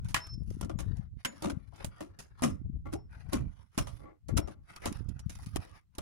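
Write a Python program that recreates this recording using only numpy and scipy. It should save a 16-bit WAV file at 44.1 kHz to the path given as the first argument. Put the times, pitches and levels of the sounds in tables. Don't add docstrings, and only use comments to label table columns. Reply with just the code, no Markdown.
import sys
import numpy as np
from scipy import signal
from scipy.fft import rfft, irfft, next_fast_len
from scipy.io import wavfile
from scipy.ndimage import uniform_filter1d

SR = 44100
rng = np.random.default_rng(int(sys.argv[2]) if len(sys.argv) > 2 else 0)


def persist_wave(psi):
    counts = np.round(np.clip(psi, -1, 1) * 32767).astype(np.int16)
    wavfile.write(sys.argv[1], SR, np.atleast_2d(counts).T)


N = 265041
SPAN = 16384
AGE_S, TIME_S = np.arange(SPAN) / SR, np.arange(N) / SR
USUAL_SLAP_DB, USUAL_RATTLE_DB = -28, -37

# t/s, smack/dB, thump/dB
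SLAP_HITS = [(.611, -31.5, -28), (1.422, -32.5, -44.5), (1.8446, -26.5, -30.5), (2.421, -26.5, -28),
             (2.935, -37, -29.5), (3.3308, -24.5, -22.5), (3.7768, -26.5, -19), (4.8566, -23.5, -28),
             (5.5589, -26, -23), (5.9823, -31.5, -32.5)]
# t/s, chatter/dB, rise/s, t60/s, tilt/(dB/oct), boom/dB, boom f/Hz
STAND_JOLTS = [(.611, -45.5, 0.021, 0.094, 2, -36.5, 218.5),
               (0.6948, -39.5, 0.00064, 0.099, 0.5, -36.5, 310),
               (0.787, -42.5, 0.0017, 0.14, 4.5, -42, 295), (1.254, -48, 0.0022, 0.41, -9, -43, 262),
               (1.418, -35, 0.029, 0.19, 2.5, -27, 272.2), (1.4979, -36, 0.0013, 0.073, 4, -37, 238),
               (1.724, -50, 0.0017, 0.027, -11, -50.5, 544), (1.848, -44.5, 0.0027, 0.091, 8, -48, 211),
               (2.004, -40.5, 0.0032, .16, 3, -37, 355.4), (2.422, -27.5, 0.013, .16, 4, -20.5, 245.1),
               (2.92, -41, 0.013, 0.084, 4.5, -32.5, 343.7), (3.321, -34.5, 0.013, 0.17, 3.5, -25, 264.3),
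               (3.78, -28, 0.002, 0.11, 5, -32.5, 253), (3.868, -43, 0.0049, 0.13, 3.5, -57, 250),
               (4.367, -26, 0.012, .062, 5, -28.5, 269.2), (4.473, -43, 0.0039, 0.11, 1.5, -41, 328),
               (4.858, -34.5, 0.0096, 0.13, 3.5, -35, 261.8), (5.386, -53, 0.0025, 0.017, 6, -52, 914),
               (5.565, -34, 0.0021, 0.021, 5, -55, 393), (5.986, -37, 0.0014, 0.064, 3, -66, 264)]
# f/Hz, level/dB
SCUFF_SPECTRUM = [(150, 15), (450, 3.5), (1200, -1.5), (2500, -3.5), (4200, -4.5), (6200, 0), (8000, -6.5),
                  (10300, -2.5), (12500, -14.5), (16000, -24.5)]


def ball_slaps():
    # f/Hz, level/dB
    spectrum = [(150, 10.5), (600, 12), (1300, -2), (2500, -5), (4300, 0), (6000, -4), (10000, 0),
                (12500, -6), (16000, -21)]
    out = np.zeros((2, N))
    push = -np.sin(2 * np.pi * 235 * AGE_S) * envelope(0.0012, 0.0088)
    push -= 0.47 * np.sin(2 * np.pi * 260 * AGE_S) * envelope(0.00424, 0.0068)
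    for t_s, smack_db, thump_db in SLAP_HITS:
        smack = burst(spectrum, tilt_db_oct=-0.8, rise_s=0.00071, t60_s=0.0217, grain_db=5)
        add(out, t_s, amp(smack_db) * smack + amp(thump_db) * push)
    return out


def stick_cracks():
    # t/s, crack/dB, wood ring/dB, bounce delay/s, bounce/dB
    hits = [(0.1439, -21, -29, .016, -29.5), (1.2485, -25, -46.5, 0.0038, -35)]
    # f/Hz, level/dB, t60/s
    modes = [(640, -17, 0.43), (987, -13, 0.23), (1065, 9, 0.015), (1250, -11, 0.12), (1681, -1.5, 0.077),
             (1778, 1.5, 0.028), (1920, -3, 0.12), (2147, -12, 0.11), (2240, -11, 0.067),
             (2730, -10, 0.014), (2600, -15.5, 0.099), (2930, -7.5, 0.048), (3900, -14.5, 0.057)]
    # f/Hz, level/dB
    spectrum = [(150, 6.5), (400, 1), (700, 2), (1100, 7), (2600, 8.5), (4200, 0), (5500, 1), (8000, -0.5),
                (11000, -3), (16000, -21.5)]
    out = np.zeros((2, N))
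    for t_s, crack_db, wood_db, bounce_s, bounce_db in hits:
        phases = rng.uniform(0, 2 * np.pi, (len(modes), 1, 1))
        phases = phases + 0.7 * rng.standard_normal((len(modes), 2, 1))
        wood = sum(amp(db) * np.sin(2 * np.pi * hz * AGE_S + phase) * envelope(0.0015, t60_s)
                   for (hz, db, t60_s), phase in zip(modes, phases))
        crack = burst(spectrum, tilt_db_oct=0, rise_s=0.0004, t60_s=0.056, grain_db=4)
        bounce = burst(spectrum, tilt_db_oct=-2, rise_s=0.002, t60_s=0.11, grain_db=2)
        add(out, t_s, amp(crack_db) * crack + amp(wood_db) * wood)
        add(out, t_s + bounce_s, amp(bounce_db) * bounce)
    return out


def stand_rattles():
    # f/Hz, level/dB
    spectrum = [(120, 2), (300, -4), (560, 23.5), (780, 6), (1200, 11.5), (1700, -2), (3000, -5),
                (4500, -13), (6000, -10), (8000, -17), (10300, -14.5), (12500, -31), (16000, -33.5)]
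    out = np.zeros((2, N))
    for t_s, chatter_db, rise_s, t60_s, tilt_db_oct, boom_db, boom_hz in STAND_JOLTS:
        jolts = 0.2 * wander(SPAN, 120)
        phase = 2 * np.pi * np.cumsum(boom_hz * (1 + jolts)) / SR
        boom_rise_s = 0.0036 + 1.7 * rise_s
        boom = np.sin(phase) * envelope(boom_rise_s, t60_s + 0.05)
        boom += amp(-10) * np.sin(1.9 * phase) * envelope(boom_rise_s, 0.16)
        chatter = burst(spectrum, tilt_db_oct, rise_s, t60_s, grain_db=4, bend=1.005)
        chatter *= amp(2 * np.clip(wander(SPAN, 110), -2, 2))
        boom *= flicker(depth_db=2, rate_hz=120)
        add(out, t_s, amp(chatter_db) * chatter + amp(boom_db) * boom)
    return out


def pole_rings():
    # t/s, f/Hz, level/dB, hold/s
    notes = [(0.196, 5320, -50.5, .14), (0.769, 6930, -66, 0.012), (1.252, 6960, -48.5, 0.02),
             (1.259, 5360, -75.5, .15), (2.486, 5220, -68.5, 0.026), (2.941, 5390, -72.5, 0.07),
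             (3.797, 5330, -59.5, 0.023), (4.404, 5420, -62.5, 0.017), (5.185, 5760, -69, .005)]
    rise_s, t60_s, beat_hz, rough_hz = 0.011, 0.16, 11.5, 70
    out = np.zeros((2, N))
    for t_s, hz, db, hold_s in notes:
        phase = 2 * np.pi * hz * AGE_S + 0.25 * wander(SPAN, rough_hz)
        note = np.sin(phase) - 0.44 * np.sin(phase + 2 * np.pi * beat_hz * AGE_S)
        decay = amp(-60 * np.maximum(AGE_S - rise_s - hold_s, 0) / t60_s)
        shape = np.minimum(AGE_S / rise_s, 1) * decay
        add(out, t_s, amp(db) * note * shape * flicker(depth_db=1.5, rate_hz=rough_hz))
    return out


def spring_creaks():
    # t/s, level/dB, rise/s, t60/s, tilt/(dB/oct)
    creaks = [(2.853, -42, 0.0037, 0.12, 2), (3.97, -50.5, .1, 0.19, -1.5), (4.284, -41.5, 0.0095, 0.11, 2)]
    # f/Hz, width/Hz, level/dB
    modes = [(306.4, 45, 4.5), (512, 120, -1), (825, 7.8, -2), (1132, 30, -1.5), (1380, 33, -5),
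             (1710, 13, -14), (2084, 150, -13.5)]
    out, hz = np.zeros((2, N)), bins(SPAN)
    power = sum(amp(db) ** 2 / (1 + (2 * (hz - mode_hz) / width_hz) ** 2)
                for mode_hz, width_hz, db in modes)
    modes_db = 1.21 * 10 * np.log10(power)
    shakes = [(t_s, -63 + 0.93 * (db - USUAL_RATTLE_DB), 0.015, 0.39, 0) for t_s, db, *_ in STAND_JOLTS]
    for t_s, db, rise_s, t60_s, tilt_db_oct in creaks + shakes:
        tone_db = modes_db + tilt_db_oct * np.log2(np.maximum(hz / 1300, 1))
        rub = noise(SPAN, tone_db, grain_db=5, ripple_db=-1)
        add(out, t_s, amp(db) * rub * envelope(rise_s, t60_s, bend=1.52))
    return out


def scuffs():
    # t/s, level/dB, t60/s
    rubs = [(0.0445, -52, 0.071), (0.0848, -43, 0.13), (0.2668, -47, 0.041), (.3395, -61.5, .027),
            (0.5029, -56, 0.2), (0.6457, -46.5, 0.047), (0.8029, -39, 0.061), (.9667, -57.5, 0.11),
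            (1.7578, -58, 0.13), (2.188, -41, 0.15), (4.283, -47, 0.087), (4.7609, -42, 0.034),
            (4.9249, -41.5, 0.026), (5.0873, -52, .044), (5.192, -42, 0.044), (5.2946, -42, 0.11),
            (5.3516, -48, 0.051), (5.46, -49.5, 0.046), (5.9504, -54.5, 0.045)]
    out = np.zeros((2, N))
    for t_s, db, t60_s in rubs:
        rub = burst(SCUFF_SPECTRUM, tilt_db_oct=0, rise_s=0.0015, t60_s=t60_s, grain_db=-3)
        add(out, t_s, amp(db) * rub * flicker(depth_db=2.3, rate_hz=68))
    return out


def swishes():
    # centre t/s, level/dB, half length/s, tilt/(dB/oct)
    strokes = [(0.077, -65, 0.046, 0), (0.224, -56.5, 0.048, -1.5), (0.546, -74.5, 0.09, 6),
               (0.917, -67, 0.11, -2), (1.211, -66.5, 0.021, 1), (1.365, -62, 0.057, 1),
               (1.648, -76.5, 0.07, 0.5), (1.798, -55.5, 0.038, -2), (1.973, -57.5, 0.043, -3),
               (2.246, -72, 0.15, -4), (3.174, -60, 0.045, -1), (3.35, -58, 0.074, -3),
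               (3.587, -69.5, 0.066, 0), (3.882, -66, 0.12, 4), (4.511, -64.5, 0.023, -0.5),
               (4.753, -54.5, 0.052, -1), (4.842, -45, 0.014, -2), (4.961, -55, 0.03, -0.5),
               (5.11, -66, 0.1, -2), (5.413, -63.5, 0.082, 4), (5.631, -55.5, 0.036, 0.5),
               (5.736, -61, 0.043, -0.5)]
    rushes = [(t_s - 0.008, -62.5 + 0.9 * (db - USUAL_SLAP_DB), 0.023, 0) for t_s, db, _ in SLAP_HITS]
    out, grit_gain = np.zeros((2, N)), np.zeros((1, N))
    offset_s = AGE_S - AGE_S[-1] / 2
    for t_s, db, half_s, tilt_db_oct in strokes + rushes:
        swell = amp(db) * np.exp(-abs(offset_s / half_s) ** 2.3 / 2) * signal.windows.tukey(SPAN, 0.2)
        add(out, t_s + offset_s[0], swell * cloth(tilt_db_oct))
        add(grit_gain, t_s + offset_s[0], swell * amp(-9.5 + 2 * tilt_db_oct))
    return out + grit_gain * grit(ticks_per_s=70)


def cloth(tilt_db_oct):
    # f/Hz, level/dB
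    spectrum = [(150, -6.5), (400, 13.5), (800, 11.5), (1400, 14.5), (2300, 8), (3500, 1.5), (5500, 1),
                (8000, -14), (10500, 1.5), (12500, -19.5), (16000, -19.5)]
    slide = noise(SPAN, tilted(spectrum, tilt_db_oct), grain_db=2, ripple_db=3.5)
    return folds(slide, depth_db=4) * flicker(depth_db=3.5, rate_hz=45)


def folds(x, depth_db):
    frames = signal.stft(x, nperseg=1024, noverlap=768)[2]
    patches = uniform_filter1d(rng.standard_normal(frames.shape[1:]), size=6, axis=0)
    patches = unit_rms(uniform_filter1d(patches, size=14, axis=1))
    coloured = signal.istft(frames * amp(depth_db * patches), nperseg=1024, noverlap=768)[1]
    return unit_rms(coloured[:, :x.shape[1]])


def grit(ticks_per_s):
    onsets = rng.random(N) < ticks_per_s / SR
    impulses = onsets * amp(5 * np.minimum(rng.exponential(1, N), 2.5))
    tick = burst(SCUFF_SPECTRUM, tilt_db_oct=0, rise_s=0.00032, t60_s=0.036, grain_db=9.5)
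    return signal.fftconvolve(impulses[None], tick, axes=1)[:, :N]


def wind():
    # t/s, level/dB
    left = [(0.0, -30.5), (0.16, -41.5), (0.98, -33.5), (1.24, -67), (1.56, -39.5), (2.04, -63),
            (2.76, -38), (2.82, -51), (3.46, -40), (3.56, -71), (3.82, -60), (3.92, -60), (4.18, -80),
            (4.34, -24.5), (4.8, -67), (4.86, -45), (5.12, -62), (5.26, -43), (5.92, -70.5), (6.0, -60.5)]
    # t/s, level/dB
    right = [(0.0, -47), (0.04, -47), (1.099, -55.5), (1.181, -34.5), (1.26, -85), (1.48, -36.5),
             (1.62, -77), (1.939, -52.5), (2.32, -68), (2.52, -35), (3.261, -56), (3.462, -28.5),
             (3.741, -71), (3.861, -35.5), (4.221, -65.5), (5.14, -37), (5.441, -53), (5.6, -38.5),
             (5.9, -75.5), (6.0, -77)]
    # f/Hz, level/dB
    spectrum = [(12, -28), (25, -7.5), (55, 1.5), (100, 0), (160, -9.5), (250, -23), (400, -47), (800, -63),
                (3000, -90)]
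    gusty_db, gusty_hz, puff_lag_s, puff_s = 5, 7.8, 0.032, 0.021
    breeze_db = np.array([np.interp(TIME_S, *np.transpose(port)) for port in (left, right)])
    breeze_db += gusty_db * np.minimum([wander(N, gusty_hz), wander(N, gusty_hz)], 1)
    puffs = np.zeros(N)
    for t_s, _, thump_db in SLAP_HITS:
        shape = np.exp(-np.minimum(((TIME_S - t_s - puff_lag_s) / puff_s) ** 2, 20))
        puffs += amp(-39.5 + 0.51 * (thump_db - USUAL_SLAP_DB)) * shape
    gust_db = 10 * np.log10(amp(breeze_db) ** 2 + puffs ** 2)
    lumps = rng.standard_normal((2, N)) * amp(3.5 * np.clip([wander(N, 45), wander(N, 45)], -1.5, 1.5))
    rumble = unit_rms(irfft(rfft(lumps) * amp(curve(spectrum, bins(N))), N))
    highpass = signal.butter(2, 130, "high", fs=SR, output="sos")
    crests = signal.sosfilt(highpass, rumble * 3 * np.tanh(abs(rumble) / 3))
    return amp(gust_db) * rumble + amp(1.734 * gust_db + 14.5) * crests


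def eddies():
    # t/s, level/dB, f/Hz, port (0 left, 1 right)
    hits = [(0.057, -22, 105, 0), (.38, -31.5, 177, 0), (0.512, -31, 320, 0), (0.57, -29, 200, 0),
            (0.759, -21, 133, 0), (.89, -22, 93, 0), (0.934, -24, 104, 0), (0.997, -20, 120.4, 0),
            (1.573, -22, 136, 0), (2.617, -30, 168, 1), (2.7, -23.5, 151.7, 0), (4.337, -19.5, 113, 0),
            (4.342, -21.5, 202, 0), (4.919, -24, 190, 1), (5.008, -31.5, 239, 1), (5.102, -31, 174, 1),
            (5.118, -32.5, 163, 1), (5.266, -19.5, 117.4, 0), (5.471, -27, 141, 0)]
    out = np.zeros((2, N))
    for t_s, db, hz, port in hits:
        u = np.pi * hz * (TIME_S - t_s)
        out[port] += amp(db) * (1 - 2 * u ** 2) * np.exp(-np.minimum(u ** 2, 50))
    return out


def ground_scatter(x):
    taps = rng.standard_normal((2, SPAN)) * (rng.random((2, SPAN)) < 3000 / SR)
    taps *= np.clip(AGE_S / 0.0043, 0, 1)
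    low = signal.sosfilt(signal.butter(2, 2500, fs=SR, output="sos"), taps)
    tail = low * amp(-60 * AGE_S / 0.27) + 0.35 * (taps - low) * amp(-60 * AGE_S / 0.17)
    return signal.fftconvolve(x, unit_rms(tail) / np.sqrt(SPAN), axes=1)[:, :N]


def field_hiss():
    size = next_fast_len(N)
    return amp(-88.5) * noise(size, -3 * np.log2(bins(size) + 100), grain_db=1.5, ripple_db=0.5)[:, :N]


def ports(x, lag_samples=45):
    # f/Hz, left minus right/dB
    shade = [(100, 7), (350, 3), (700, 2.5), (1150, 10.5), (2300, 1), (4400, -2), (6000, -10.5),
             (8200, -4.5), (10000, -34.5), (16000, -31.5)]
    ratio = amp(curve(shade, bins(N)))
    gains = np.array([ratio, np.ones_like(ratio)]) * np.sqrt(2 / (1 + ratio ** 2))
    left, right = irfft(rfft(x) * gains, N)
    return np.array([np.pad(left, (lag_samples, 0))[:N], right])


def burst(spectrum, tilt_db_oct, rise_s, t60_s, grain_db, bend=1):
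    shape = envelope(rise_s, t60_s, bend)
    crowd = noise(SPAN, tilted(spectrum, tilt_db_oct), grain_db)
    return unit_rms(crowd * shape) * np.sqrt(np.mean(shape ** 2))


def noise(size, tone_db, grain_db, ripple_db=3):
    # f/Hz, correlation
    likeness = [(100, 1), (600, 0.77), (1500, 0.14), (4000, 0.12), (16000, 0.13)]
    grains = rng.standard_normal((2, size)) * amp(grain_db * np.clip(wander(size, 1200), -2, 2))
    common, separate = rfft(grains)
    hz = bins(size)
    ripple = np.interp(hz, np.arange(200) * 120, rng.standard_normal(200)) * np.clip(hz / 1500, 0, 1)
    alike = np.clip(curve(likeness, hz), 0, 1)
    left = alike * common + np.sqrt(1 - alike ** 2) * separate
    return unit_rms(irfft(np.array([left, common]) * amp(tone_db + ripple_db * ripple), size))


def envelope(rise_s, t60_s, bend=1):
    return np.minimum(AGE_S / rise_s, 1) * amp(-60 * (np.maximum(AGE_S - rise_s, 0) / t60_s) ** bend)


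def flicker(depth_db, rate_hz):
    return amp(depth_db * wander(SPAN, rate_hz))


def wander(size, rate_hz):
    count = next_fast_len(int(min(size, size * rate_hz * 12 / SR)) + 16)
    hz = np.arange(count // 2 + 1) * SR / size
    draw = rng.standard_normal((size // 16, 2))[:len(hz)] @ [1, 1j]
    coarse = irfft(draw * np.exp(-(hz[:len(draw)] / rate_hz) ** 2), count)
    return unit_rms(np.interp(np.arange(size) * count / size, np.arange(count), coarse))


def tilted(spectrum, tilt_db_oct):
    hz = bins(SPAN)
    return curve(spectrum, hz) + tilt_db_oct * np.log2(np.maximum(hz, 400) / 2000)


def curve(points, hz):
    points_hz, values = np.transpose(points)
    return np.interp(np.log(hz + 1), np.log(points_hz + 1), values)


def bins(size):
    return np.fft.rfftfreq(size, 1 / SR)


def amp(db):
    return 10 ** (np.asarray(db) / 20)


def unit_rms(x):
    return x / np.sqrt(np.mean(x ** 2) + 1e-20)


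def add(mix, t_s, sound):
    start = round(t_s * SR)
    sound = sound[..., max(-start, 0):]
    part = mix[:, max(start, 0):][:, :sound.shape[-1]]
    part += sound[..., :part.shape[1]]


def scene():
    blows = ball_slaps() + stick_cracks() + stand_rattles() + scuffs()
    arriving = blows + amp(-23) * ground_scatter(blows) + spring_creaks() + field_hiss() + swishes()
    return ports(arriving) + pole_rings() + wind() + eddies()


def record(dry):
    lowpass = signal.firwin(511, 16300, window=("kaiser", 9), fs=SR)
    return signal.oaconvolve(dry, lowpass[None], "same")


dry = scene()
out = record(dry)
persist_wave(out)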